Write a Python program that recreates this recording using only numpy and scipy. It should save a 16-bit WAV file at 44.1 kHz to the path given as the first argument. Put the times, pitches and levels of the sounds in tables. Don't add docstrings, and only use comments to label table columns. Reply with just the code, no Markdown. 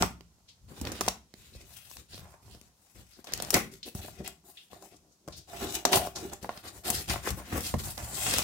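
import sys
import numpy as np
from scipy import signal
from scipy.fft import rfft, irfft
from scipy.io import wavfile

SR = 44100
rng = np.random.default_rng(int(sys.argv[2]) if len(sys.argv) > 2 else 0)


def log_audio(samples):
    frames = np.atleast_2d(samples).T
    limited = np.clip(frames, -1, 1)
    pcm = np.round(limited * 32767).astype(np.int16)
    wavfile.write(sys.argv[1], SR, pcm)


N = 371763
TIME = np.arange(N) / SR
TOP_HZ = 15700


def undb(db):
    return 10 ** (np.asarray(db) / 20)


def unit_rms(x):
    return x / np.sqrt(np.mean(x ** 2))


def unit_energy(x):
    return x / np.sqrt(np.mean(np.sum(x ** 2, axis=-1)))


def curves(table):
    times, *columns = np.transpose(table)
    return [np.interp(TIME, times, column) for column in columns]


def on_log_axis(hz, points):
    f, value = np.transpose(points)
    return np.interp(np.log(hz + 1), np.log(f), value)


def response(spectrum, size=4096):
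    gain = undb(on_log_axis(np.fft.rfftfreq(size, 1 / SR), spectrum))
    cepstrum = irfft(np.log(gain))
    cepstrum[1:size // 2] *= 2
    cepstrum[size // 2 + 1:] = 0
    return unit_energy(irfft(np.exp(rfft(cepstrum))))


def through(x, ir):
    return signal.fftconvolve(np.atleast_2d(x), np.atleast_2d(ir), axes=-1)[:, :x.shape[-1]]


def band(x, hz, width_hz):
    return signal.lfilter(*signal.iirpeak(hz, hz / width_hz, fs=SR), x)


def zero_phase(x, hz, kind):
    return signal.sosfiltfilt(signal.butter(2, hz, kind, fs=SR, output="sos"), x)


def blend(a, b, db):
    return (unit_rms(a) + undb(db) * unit_rms(b)) / np.sqrt(1 + undb(2 * db))


def wander(rate_hz):
    knots = rng.standard_normal(N // 50)
    return 1.14 * np.interp(TIME * rate_hz, np.arange(len(knots)), knots)


def pan(db):
    gains = undb(np.array([db, -db]) / 2).reshape(2, -1)
    return gains / np.sqrt(np.mean(gains ** 2, axis=0))


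def two_ports(pair, apart_hz=900, bass_side_db=-17):
    treble = zero_phase(pair[1], apart_hz, "high")
    side = treble + undb(bass_side_db) * (pair[1] - treble)
    return np.array([pair[0] + side, pair[0] - side])


def stereo_noise(size):
    return two_ports(rng.standard_normal((2, size)))


def add(out, at_s, sound):
    start = max(int(at_s * SR), 0)
    out[:, start:start + sound.shape[1]] += sound[:, :N - start]


# (frequency [Hz], density [dB])
ROOM_TONE_SPECTRUM = [(20, -28.5), (45, -9.5), (70, 2), (120, -11.5), (175, 0.5), (290, -7.5), (400, -10),
                      (600, -12), (1000, -13.5), (1800, -24.5), (6000, -14), (15500, -26.5)]
def room_tone(level_db=-69):
    return undb(level_db) * unit_rms(through(stereo_noise(N), response(ROOM_TONE_SPECTRUM)))


# (start [s], swell [s],
# hold [s], hiss [dB], brightness [dB], panel rub [dB], hardness [dB], flex [dB], left-right [dB])
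SLIDES = [ (0.0, 0.015, 0.013, -34, 1.5, -29.5, -1, -32, -1.5),
          (0.197, .02, 0.56, -80, 0.5, -75.5, 1, -68, -8.5),
          (0.674, .02, .05, -57, 2, -55.5, -7, -68.5, -1),
          (0.732, .03, .04, -53.5, -2, -55.5, 1.5, -69, -1),
          (0.805, 0.069, 0.024, -45, -4, -38.5, -1.5, -46, -1),
          (0.91, .015, 0.069, -47, -4, -45, 2.5, -58, -3), (1.005, .015, .06, -44.5, 4, -46, 3, -44, -1),
          (1.34, 0.05, 0.12, -58.5, 4, -67.5, -3, -60, 1),
          (1.511, .04, 0.092, -57, -1, -60.5, -8.5, -59, -0.5),
          (1.642, 0.061, .1, -50, 6, -63.5, 9, -61.5, 6), (1.808, 0.048, 0.1, -50.5, 7, -69.5, 10, -62, 6),
          (1.956, 0.017, .02, -51, 2.5, -59.5, -9, -53.5, 4),
          (2.08, .05, 0.064, -51.5, 2.5, -63.5, 3.5, -53, 0),
          (2.172, 0.021, 0.15, -60.5, 6, -59, 7.5, -58.5, -6),
          (2.4, 0.1, 0.065, -57.5, 4.5, -61, -3, -53.5, -7), (2.598, 0.049, .03, -66, 7, -68, 4, -66, 3.5),
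          (2.72, .16, .06, -62.5, 14.5, -70.5, 10, -76, 6),
          (2.945, 0.011, 0.061, -56.5, 3.5, -56.5, -2.5, -52.5, 2.5),
          (3.016, 0.097, 0.099, -62, 0.5, -75, -3, -80, 5),
          (3.165, .015, .015, -72, 4, -55.5, -9.5, -65, 2),
          (3.256, 0.032, 0.054, -48.5, -14, -49, 3, -60, 0),
          (3.33, 0.011, 0.055, -47, -15, -46, 0.5, -46.5, -2),
          (3.41, 0.017, .015, -43, -4, -41.5, 1, -47, 0), (3.447, 0.013, .06, -48.5, 0, -47.5, 3, -53.5, 1),
          (3.524, .012, 0.037, -30, 4, -27.5, -4.5, -38, 0),
          (3.711, .02, 0.0063, -48.5, 2, -58, -10, -65, 3.5),
          (3.851, 0.018, 0.006, -42.5, 3.5, -45.5, -8.5, -56, 2),
          (3.944, 0.013, .04, -48, 7, -49.5, 3.5, -44, 2), (4.008, 0.03, .015, -43, 1.5, -48.5, -5, -68, 2),
          (4.075, 0.023, .1, -56.5, 1, -55, -2.5, -57, 4),
          (4.187, 0.013, .015, -65, -1, -40.5, -13.5, -46, 5),
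          (4.234, 0.028, .004, -43.5, 1, -43.5, 2.5, -69, -0.5),
          (4.431, 0.056, .015, -49.5, 15, -59, 1.5, -73.5, 5.5),
          (4.53, 0.034, .08, -60, 3, -76, -4.5, -80, 1), (4.697, .03, 0.034, -56, 1, -51.5, 3, -60, 8),
          (4.802, .04, 0.014, -50, 8.5, -54, 0.5, -72, 7),
          (4.897, .025, .025, -60, -2.5, -60, -2.5, -66, 2),
          (4.961, .03, .16, -81, 13, -66, -8, -73.5, 10.5), (5.19, .05, .03, -84, 0.5, -59, -18, -76.5, 4),
          (5.281, 0.016, 0.015, -60, 0, -47.5, -4.5, -51, 3),
          (5.35, .025, 0.0057, -54, 6, -54.5, -11, -52, 7), (5.468, 0.14, .13, -41.5, 2, -43.5, 1, -51, 4),
          (5.592, .05, 0.03, -42.5, -11, -36.5, -1, -47.5, 0),
          (5.728, .02, .02, -35.5, 2.5, -44.5, -0.5, -53, 0),
          (5.855, .008, 0.045, -42.5, -10, -32, -7, -52, -5),
          (5.912, .025, 0.03, -24.5, 4, -27.5, -1, -35, 2.5),
          (5.995, 0.016, .055, -41, 2, -38, -2.5, -52, 4), (6.15, .012, 0.035, -44, 4, -41, -0.5, -52, 5),
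          (6.194, .02, 0.076, -49, 2, -47, -3, -48.5, 1.5), (6.31, 0.017, .005, -47.5, 1, -46.5, 3, -48, 3),
          (6.41, 0.023, 0.018, -49.5, 0, -45, -4.5, -53, 5),
          (6.49, .015, 0.023, -49.5, -1, -49.5, 10, -55, 3),
          (6.548, 0.023, .01, -49.5, 2, -50.5, 11, -59, 6),
          (6.623, 0.034, 0.017, -46, -1.5, -48, 4.5, -56, 3),
          (6.707, 0.062, 0.018, -50, 10.5, -53, -1, -54.5, 4),
          (6.833, 0.042, 0.031, -34.5, 3, -35.5, 0.5, -55, 1.5),
          (6.917, 0.026, .055, -33.5, 3.5, -44.5, -2, -46.5, 1),
          (7.072, .03, 0.042, -35, 3.5, -35.5, 3.5, -35, 1), (7.225, 0.05, .01, -36, 4.5, -38.5, 1, -57, 2),
          (7.361, 0.026, 0.0056, -42, 11, -40, -1, -48, 2), (7.432, 0.055, .03, -46, 8, -54, 2.5, -55, 1),
          (7.503, 0.032, 0.046, -37, 9.5, -35.5, -0.5, -39.5, -1),
          (7.587, 0.077, .035, -36, 6, -47.5, 3, -51, -0.5),
          (7.78, 0.016, .005, -36, 8.5, -42.5, -2.5, -53, 0),
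          (7.829, 0.012, 0.068, -37, 10, -43.5, 4, -58, 1),
          (7.968, 0.015, 0.019, -43, 7, -40.5, 5.5, -58.5, -1),
          (7.992, 0.027, 0.23, -44.5, 8, -46.5, 4.5, -49, 1),
          (8.091, 0.098, 0.044, -32.5, 7, -43.5, 5.5, -54, 4),
          (8.223, .06, .14, -30, -0.5, -38, 3.5, -40.5, 2)]
def slide_controls(swell_power=0.89, sag_db_per_s=12.5, release_db_per_s=301):
    t = TIME[::64]
    columns = np.transpose(SLIDES)[:, :, None]
    start_s, swell_s, hold_s, hiss_db, bright_db, rub_db, hard_db, flex_db, pan_db = columns
    held_s = np.maximum(t - start_s - swell_s, 0)
    drop_db = sag_db_per_s * held_s + release_db_per_s * np.maximum(held_s - hold_s, 0)
    speed = np.clip((t - start_s) / swell_s, 0, 1) ** swell_power * undb(-drop_db)

    def combine(level_db, *colours):
        power = (speed * undb(level_db)) ** 2 + 1e-14
        total = power.sum(0)
        means = [(power * colour).sum(0) / total for colour in colours]
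        return curves(np.transpose([t, 10 * np.log10(total), *means]))
    return combine(hiss_db, bright_db, pan_db), combine(rub_db, hard_db) + combine(flex_db)


def slips(rate_hz, spread_db):
    happens = rng.random(N) < rate_hz / SR
    sizes = undb(spread_db * np.minimum(rng.exponential(size=N), 4))
    return unit_rms(happens * sizes * rng.standard_normal((2, N)))


def snag_gain(rate_hz, spread_db, fade_s, db):
    spurt = np.exp(-np.arange(256) / SR / fade_s)
    power = through(slips(rate_hz, spread_db)[0] ** 2, spurt)
    return np.hypot(1, undb(db) * unit_rms(np.sqrt(abs(power))))


def flicker(x, depth_db, rate_hz, octaves=5):
    out, rest = 0, x
    for hz in TOP_HZ / 2. ** np.arange(octaves, 0, -1):
        low = zero_phase(rest, hz, "low")
        out = out + low * undb(depth_db * wander(rate_hz))
        rest = rest - low
    return out + rest * undb(depth_db * wander(rate_hz))


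def flap_bounces(x, db, fade_s, move_hz=14.0, count=4, size=2048):
    fade = np.exp(-np.arange(size) / SR / fade_s)
    paths = [through(x, unit_energy(stereo_noise(size) * fade)) for _ in range(count)]
    shares = np.array([wander(move_hz) for _ in range(count)])
    shares = shares / np.sqrt(np.sum(shares ** 2, axis=0))
    return x + undb(db) * sum(share * path for share, path in zip(shares, paths))


# (frequency [Hz], density [dB])
HISS_SPECTRUM = [(600, -41.5), (1400, -5.5), (2000, -5.5), (2800, -0.5), (4000, 0.5), (5500, 0.5),
                 (8000, -0.5), (11000, -1), (15500, -4)]
def sliding(level_db, bright_db, pan_db, catch_db=1.48, catch_hz=70, split_hz=5500):
    contact = rng.standard_normal((2, N))
    contact *= snag_gain(rate_hz=930, spread_db=2.5, fade_s=0.00072, db=-1.5)
    contact = flicker(two_ports(contact), depth_db=2.5, rate_hz=45)
    contact *= undb(catch_db * wander(catch_hz))
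    hiss = flap_bounces(through(contact, response(HISS_SPECTRUM)), db=1.0, fade_s=0.0024)
    dull = zero_phase(hiss, split_hz, "low")
    return blend(dull, hiss - dull, bright_db) * undb(level_db - 1.0) * pan(pan_db + 1.9)


# (frequency [Hz], width [Hz], gain [dB])
BOX_MODES = [(169, 22, -7), (319, 11, -8), (385, 40, 5.5), (600, 30, -5.5), (697, 84, 3), (786.6, 43, 0.5),
             (1033, 24, -8), (1107, 45, -10.5), (1373, 59, -2.5), (1680, 36, -12)]
def rubbed_box(x, waver_db=5.5, waver_hz=6.4):
    return sum(undb(db + waver_db * wander(waver_hz)) * band(x, hz, width_hz)
               for hz, width_hz, db in BOX_MODES)


def struck_box(size=4096):
    t = np.arange(size) / SR
    modes = (undb(db) * width_hz * np.exp(-np.pi * width_hz * t) * np.cos(2 * np.pi * hz * t)
             for hz, width_hz, db in BOX_MODES)
    return unit_energy(sum(modes))


# (frequency [Hz], density [dB])
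PAD_SPECTRUM = [(110, -35.5), (180, 3.5), (300, 1.5), (390, 2), (500, -6), (700, -18.5), (1500, -51)]
# (frequency [Hz], density [dB])
EDGE_SPECTRUM = [(300, -30.5), (560, 0.5), (750, 3.5), (1050, -2), (1400, -4.5), (1800, -7), (2600, -12.5),
                 (8000, -54.5)]
# (time [s], box ring re panel shake [dB])
HOLLOWNESS = [(0, -12), (1.8, -24), (2.3, -1.5), (3.3, -9), (4.3, 11), (5.15, 12), (5.65, -1.5), (5.9, 18),
              (6.3, 3.5), (6.9, -10.5), (8.4, -18)]
# (frequency [Hz], density [dB])
FLEX_SPECTRUM = [(18, -32.5), (35, -15.5), (58, 1), (80, 4), (115, -1), (170, -3.5), (240, -18), (400, -33),
                 (1500, -45)]
def rubbing(rub_db, hard_db, flex_db, grain_db=-2.0, catch_db=2.5, catch_hz=45):
    contact = rng.standard_normal((2, N)) + undb(grain_db) * slips(rate_hz=350, spread_db=3.0)
    contact = two_ports(contact) * undb(catch_db * wander(catch_hz))
    rasp = unit_rms(snag_gain(rate_hz=110, spread_db=3.5, fade_s=0.0012, db=-5.0))
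    contact = flap_bounces(contact * rasp, db=-6.0, fade_s=0.005)
    pad = through(contact, response(PAD_SPECTRUM))
    edge = through(contact, response(EDGE_SPECTRUM))
    shake = blend(pad, edge, hard_db)
    panels = blend(shake, rubbed_box(shake), curves(HOLLOWNESS)[0])
    push = rng.standard_normal(N) + undb(-6.5) * rng.standard_normal((2, N))
    rumble = unit_rms(through(push, response(FLEX_SPECTRUM))) * np.hypot(undb(flex_db), wall_sways())
    return panels * undb(rub_db - 1.0) * pan(0.9) + rumble * pan(2.1)


# (frequency [Hz], density [dB])
CRACK_SPECTRUM = [(500, -12), (1300, 1), (2200, -1), (3500, -4.5), (5500, -3.5), (7500, -6.5), (11000, -5),
                  (15500, 0)]
# (frequency [Hz], density [dB])
PANEL_SPECTRUM = [(100, -23.5), (220, 8), (400, 0.5), (750, -0.5), (1100, 1), (1600, -3.5), (3000, -7),
                  (8000, -43.5)]
# (frequency [Hz], density [dB])
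THUD_SPECTRUM = [(20, -36), (38, -22), (58, -9), (90, -4), (125, -7.5), (175, 4), (280, -3.5), (450, -24),
                 (2000, -62.5)]
# (time [s], fade [ms], crack [dB], crack pitch [Hz], knock [dB],
# knock pitch [Hz], thud [dB], crack left-right [dB])
BLOW_EVENTS = [(0.012, 2.2, -58, 5500, -34, 350, -27.5, 0), (0.0234, 2.2, -24.5, 4870, -27, 900, -34, -1.5),
               (0.029, 7.2, -44, 4600, -25.5, 950, -34, 7), (0.208, 1, -53, 4050, -54.5, 460, -88, -16),
               (0.8133, 5.7, -39.5, 7500, -37, 273, -37.5, -4), (0.8513, 4, -40.5, 3880, -45, 557, -48, -2),
               (0.871, 3.5, -37.5, 3380, -42.5, 546, -50, 7), (0.9185, 6.2, -39, 7000, -40.5, 300, -59, -1),
               (1.009, 4.2, -28.5, 6170, -29.5, 844, -63, 0), (1.064, 2.5, -42.5, 5920, -42, 398, -57, 2.5),
               (1.0798, 4.2, -34, 5730, -27, 760, -35.5, 14.5),
               (1.0841, 3.2, -24, 5440, -42.5, 710, -45, -1),
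               (1.3389, 1.2, -51.5, 4400, -55.5, 363, -53.5, -12),
               (1.913, 1.1, -52, 5900, -57, 890, -72, -2), (1.969, 0.59, -47, 5200, -57, 960, -65, 4),
               (2.144, 2, -49, 4930, -53.5, 380, -52, -10), (2.178, 1.9, -51.5, 4000, -55, 500, -66, -4),
               (2.548, 2.5, -57, 4500, -57.5, 453, -54, 13), (2.6132, 1, -55, 6100, -64, 400, -60, 13),
               (3.2427, 9.9, -48, 6500, -55, 736, -65, 7), (3.2703, 5.7, -45, 3550, -50, 610, -70, 5),
               (3.322, 2.5, -45, 4940, -49.5, 600, -61, 2.5), (3.336, 0.8, -27, 6460, -47, 434, -61, 5),
               (3.401, 3.1, -38, 4400, -39.5, 690, -64, 2), (3.376, 2, -43, 7100, -53.5, 701, -65, 7.5),
               (3.4225, 1.1, -34, 7540, -43, 880, -63, 12), (3.448, 2, -42.5, 6000, -50.5, 700, -62, 9.5),
               (3.505, 4.1, -24.5, 7750, -44, 920, -62, 9), (3.5417, 5.5, -16.5, 6580, -26.5, 426, -38, 5),
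               (3.554, 8.3, -46, 6100, -29, 332, -27, -7), (3.9502, 2.4, -47.5, 6900, -46, 320, -33.5, 5),
               (4.082, 5.3, -58, 5400, -45.5, 650, -49, 3), (4.201, 1.3, -71, 5800, -61, 340, -36.5, 7),
               (4.277, 2.9, -36.5, 8700, -49, 970, -64, 16), (4.731, 2.8, -58, 5200, -48.5, 576, -59, 15),
               (4.824, 4.2, -53.5, 6820, -54, 680, -76, 17), (5.2774, 5.7, -51, 6160, -45, 470, -42.5, 10),
               (5.2847, 2.7, -50.5, 6100, -42.5, 400, -43.5, 8),
               (5.7518, 4.2, -31.5, 6900, -53, 530, -53, 18), (5.852, 3.9, -21, 6050, -22, 620, -62, 16),
               (5.93, 10, -19, 3440, -25.5, 1130, -39, 4), (5.971, 5, -37, 5750, -26, 760, -30.5, 4),
               (6.072, 1.3, -47, 4800, -37.5, 500, -51, 5), (6.333, 3, -50, 6500, -48, 790, -56, 6),
               (6.428, 7, -45.5, 6840, -49.5, 370, -43, 18), (6.445, 3, -51, 3300, -38.5, 910, -50, 13),
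               (6.4922, 3.1, -46.5, 3270, -32, 775, -70, 25), (6.575, 2.3, -48.5, 4300, -62, 840, -51, -4),
               (6.9018, 5.4, -23, 9000, -38, 640, -36.5, 8), (7.097, 22, -29, 5060, -58, 740, -33, 8),
               (7.305, 5.1, -34, 7100, -45.5, 590, -45, 5), (7.528, 1.8, -62, 5900, -40, 330, -33.5, -3),
               (7.579, 5.8, -58, 8400, -43, 320, -33.5, 3), (7.74, 4.9, -42, 6030, -26.5, 305, -27.5, 4),
               (7.978, 1.3, -40.5, 4550, -46, 644, -55, 2), (8.384, 2.2, -25, 7400, -39, 695, -44, 1),
               (8.392, 2.1, -36, 7000, -37.5, 776, -36.5, -8)]
def blows(snap_s=0.0006, fibre_rate_hz=1000, later_db=-4, fuzz_db=-12, ring_db=-10, size=6144):
    out, t = np.zeros((2, N)), np.arange(size) / SR
    crack_ir, panel_ir, thud_ir = map(response, (CRACK_SPECTRUM, PANEL_SPECTRUM, THUD_SPECTRUM))
    ring_ir = struck_box()
    snap = t / snap_s * np.exp(1 - t / snap_s)
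    for at_s, fade_ms, crack_db, crack_hz, knock_db, knock_hz, thud_db, pan_db in BLOW_EVENTS:
        age = t * 1000 / fade_ms
        fade = np.exp(-age)
        breaks = rng.random(size) < fibre_rate_hz / SR
        volley = (t == 0) + undb(later_db) * breaks * rng.standard_normal(size) * fade
        fuzz_power = fade_ms * (undb(fuzz_db) * fade) ** 2
        envelope = np.sqrt(abs(through(volley ** 2, snap ** 2)) + fuzz_power)
        bursts = envelope * rng.standard_normal((2, size))
        crack = unit_energy(through(band(bursts, crack_hz, 0.58 * crack_hz), crack_ir))
        push = volley + 0.13 * fade * stereo_noise(size)
        knock = unit_energy(through(band(push, knock_hz, 0.53 * knock_hz), panel_ir))
        knock = knock + undb(ring_db) * unit_energy(through(knock, ring_ir))
        thud = unit_energy(through(fade * np.cos(np.pi * age / 4), thud_ir))
        blow = undb(crack_db) * crack * pan(pan_db) + undb(knock_db) * knock + undb(thud_db) * thud
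        add(out, at_s, blow)
    return np.sqrt(SR / 100) * out


# (peak time [s], level [dB], centre [Hz], width per filter pass [Hz],
# swell [s], fade [s])
SCUFF_EVENTS = [(.49, -52, 4020, 3150, .006, 0.027), (1.441, -61.5, 2800, 3500, 0.07, 0.095),
                (1.537, -55, 4200, 900, .002, 0.018), (2.135, -48, 4350, 2200, 0.012, .027),
                (2.26, -65, 870, 500, 0.044, 0.35), (2.529, -61.5, 4470, 2520, .027, 0.055),
                (3.135, -58, 4840, 2000, 0.0079, 0.036), (3.546, -26.5, 2050, 795, .0016, 0.029),
                (3.83, -39.5, 4050, 2380, 0.00035, 0.023), (4.572, -45, 3250, 1200, .0004, 0.029),
                (4.968, -56.5, 6500, 5000, 0.0066, .006), (5.125, -64.5, 6000, 3500, 0.011, .019),
                (5.324, -47, 4340, 2870, .0008, 0.048), (5.378, -49, 5460, 3520, .008, 0.024),
                (6.16, -35, 5250, 3570, 0.0034, 0.02), (6.335, -35.5, 7350, 2500, 0.0016, 0.0031),
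                (7.101, -32.5, 2300, 1740, 0.0015, 0.027), (7.275, -35, 1670, 1000, 0.018, 0.016),
                (6.89, -38, 694, 260, 0.019, 0.034), (7.539, -33, 286, 90, 0.018, 0.021),
                (7.56, -44, 1730, 2200, 0.073, 0.043), (8.27, -32.5, 7800, 2200, 0.1, .12)]
def scuffs(size=32768):
    out, t = np.zeros((2, N)), (np.arange(size) - size // 2) / SR
    for peak_s, db, hz, width_hz, swell_s, fade_s in SCUFF_EVENTS:
        brush = unit_rms(band(band(stereo_noise(size), hz, width_hz), hz, width_hz))
        envelope = np.exp(np.minimum(t / swell_s, -t / fade_s))
        add(out, peak_s + t[0], brush * undb(db) * envelope * pan(2.6))
    return out


# (peak time [s], level [dB])
SWAY_EVENTS = [(0.65, -51.5), (0.715, -47), (0.831, -36.5), (1.57, -46), (2.23, -46), (6.96, -43),
               (7.331, -33), (7.59, -40), (7.769, -31), (7.871, -35.5), (8.04, -38.5)]
def wall_sways(rise_s=0.025, fade_s=0.019):
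    return sum(undb(db) * np.exp(np.minimum((TIME - peak_s) / rise_s, (peak_s - TIME) / fade_s))
               for peak_s, db in SWAY_EVENTS)


# (frequency [Hz], T60 [s])
ROOM_T60 = [(100, 0.75), (400, 0.24), (1500, 0.32), (5000, 0.24), (14000, 0.23)]
def room_response(build_s=0.00057, size=22050):
    t = np.arange(size) / SR
    hz, frame_s, frames = signal.stft(stereo_noise(size), SR, nperseg=256)
    frames = frames * 1000. ** (-frame_s / on_log_axis(hz, ROOM_T60)[:, None])
    tail = signal.istft(frames, SR)[1][:, :size]
    return unit_energy(tail * (1 - np.exp(-(t / build_s) ** 2)))


def scene(blow_send_db=-9.5, friction_send_db=-8.5):
    hits = blows()
    hiss_controls, rub_controls = slide_controls()
    friction = sliding(*hiss_controls) + rubbing(*rub_controls) + scuffs()
    background = room_tone()
    send = undb(blow_send_db) * hits + undb(friction_send_db) * friction
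    return hits + friction + through(send, room_response()) + background


def record(dry, ceiling=0.85):
    rounded = ceiling * np.tanh(dry / ceiling)
    return signal.sosfilt(signal.ellip(8, .2, 80, TOP_HZ, fs=SR, output="sos"), rounded)


dry = scene()
out = record(dry)
log_audio(out)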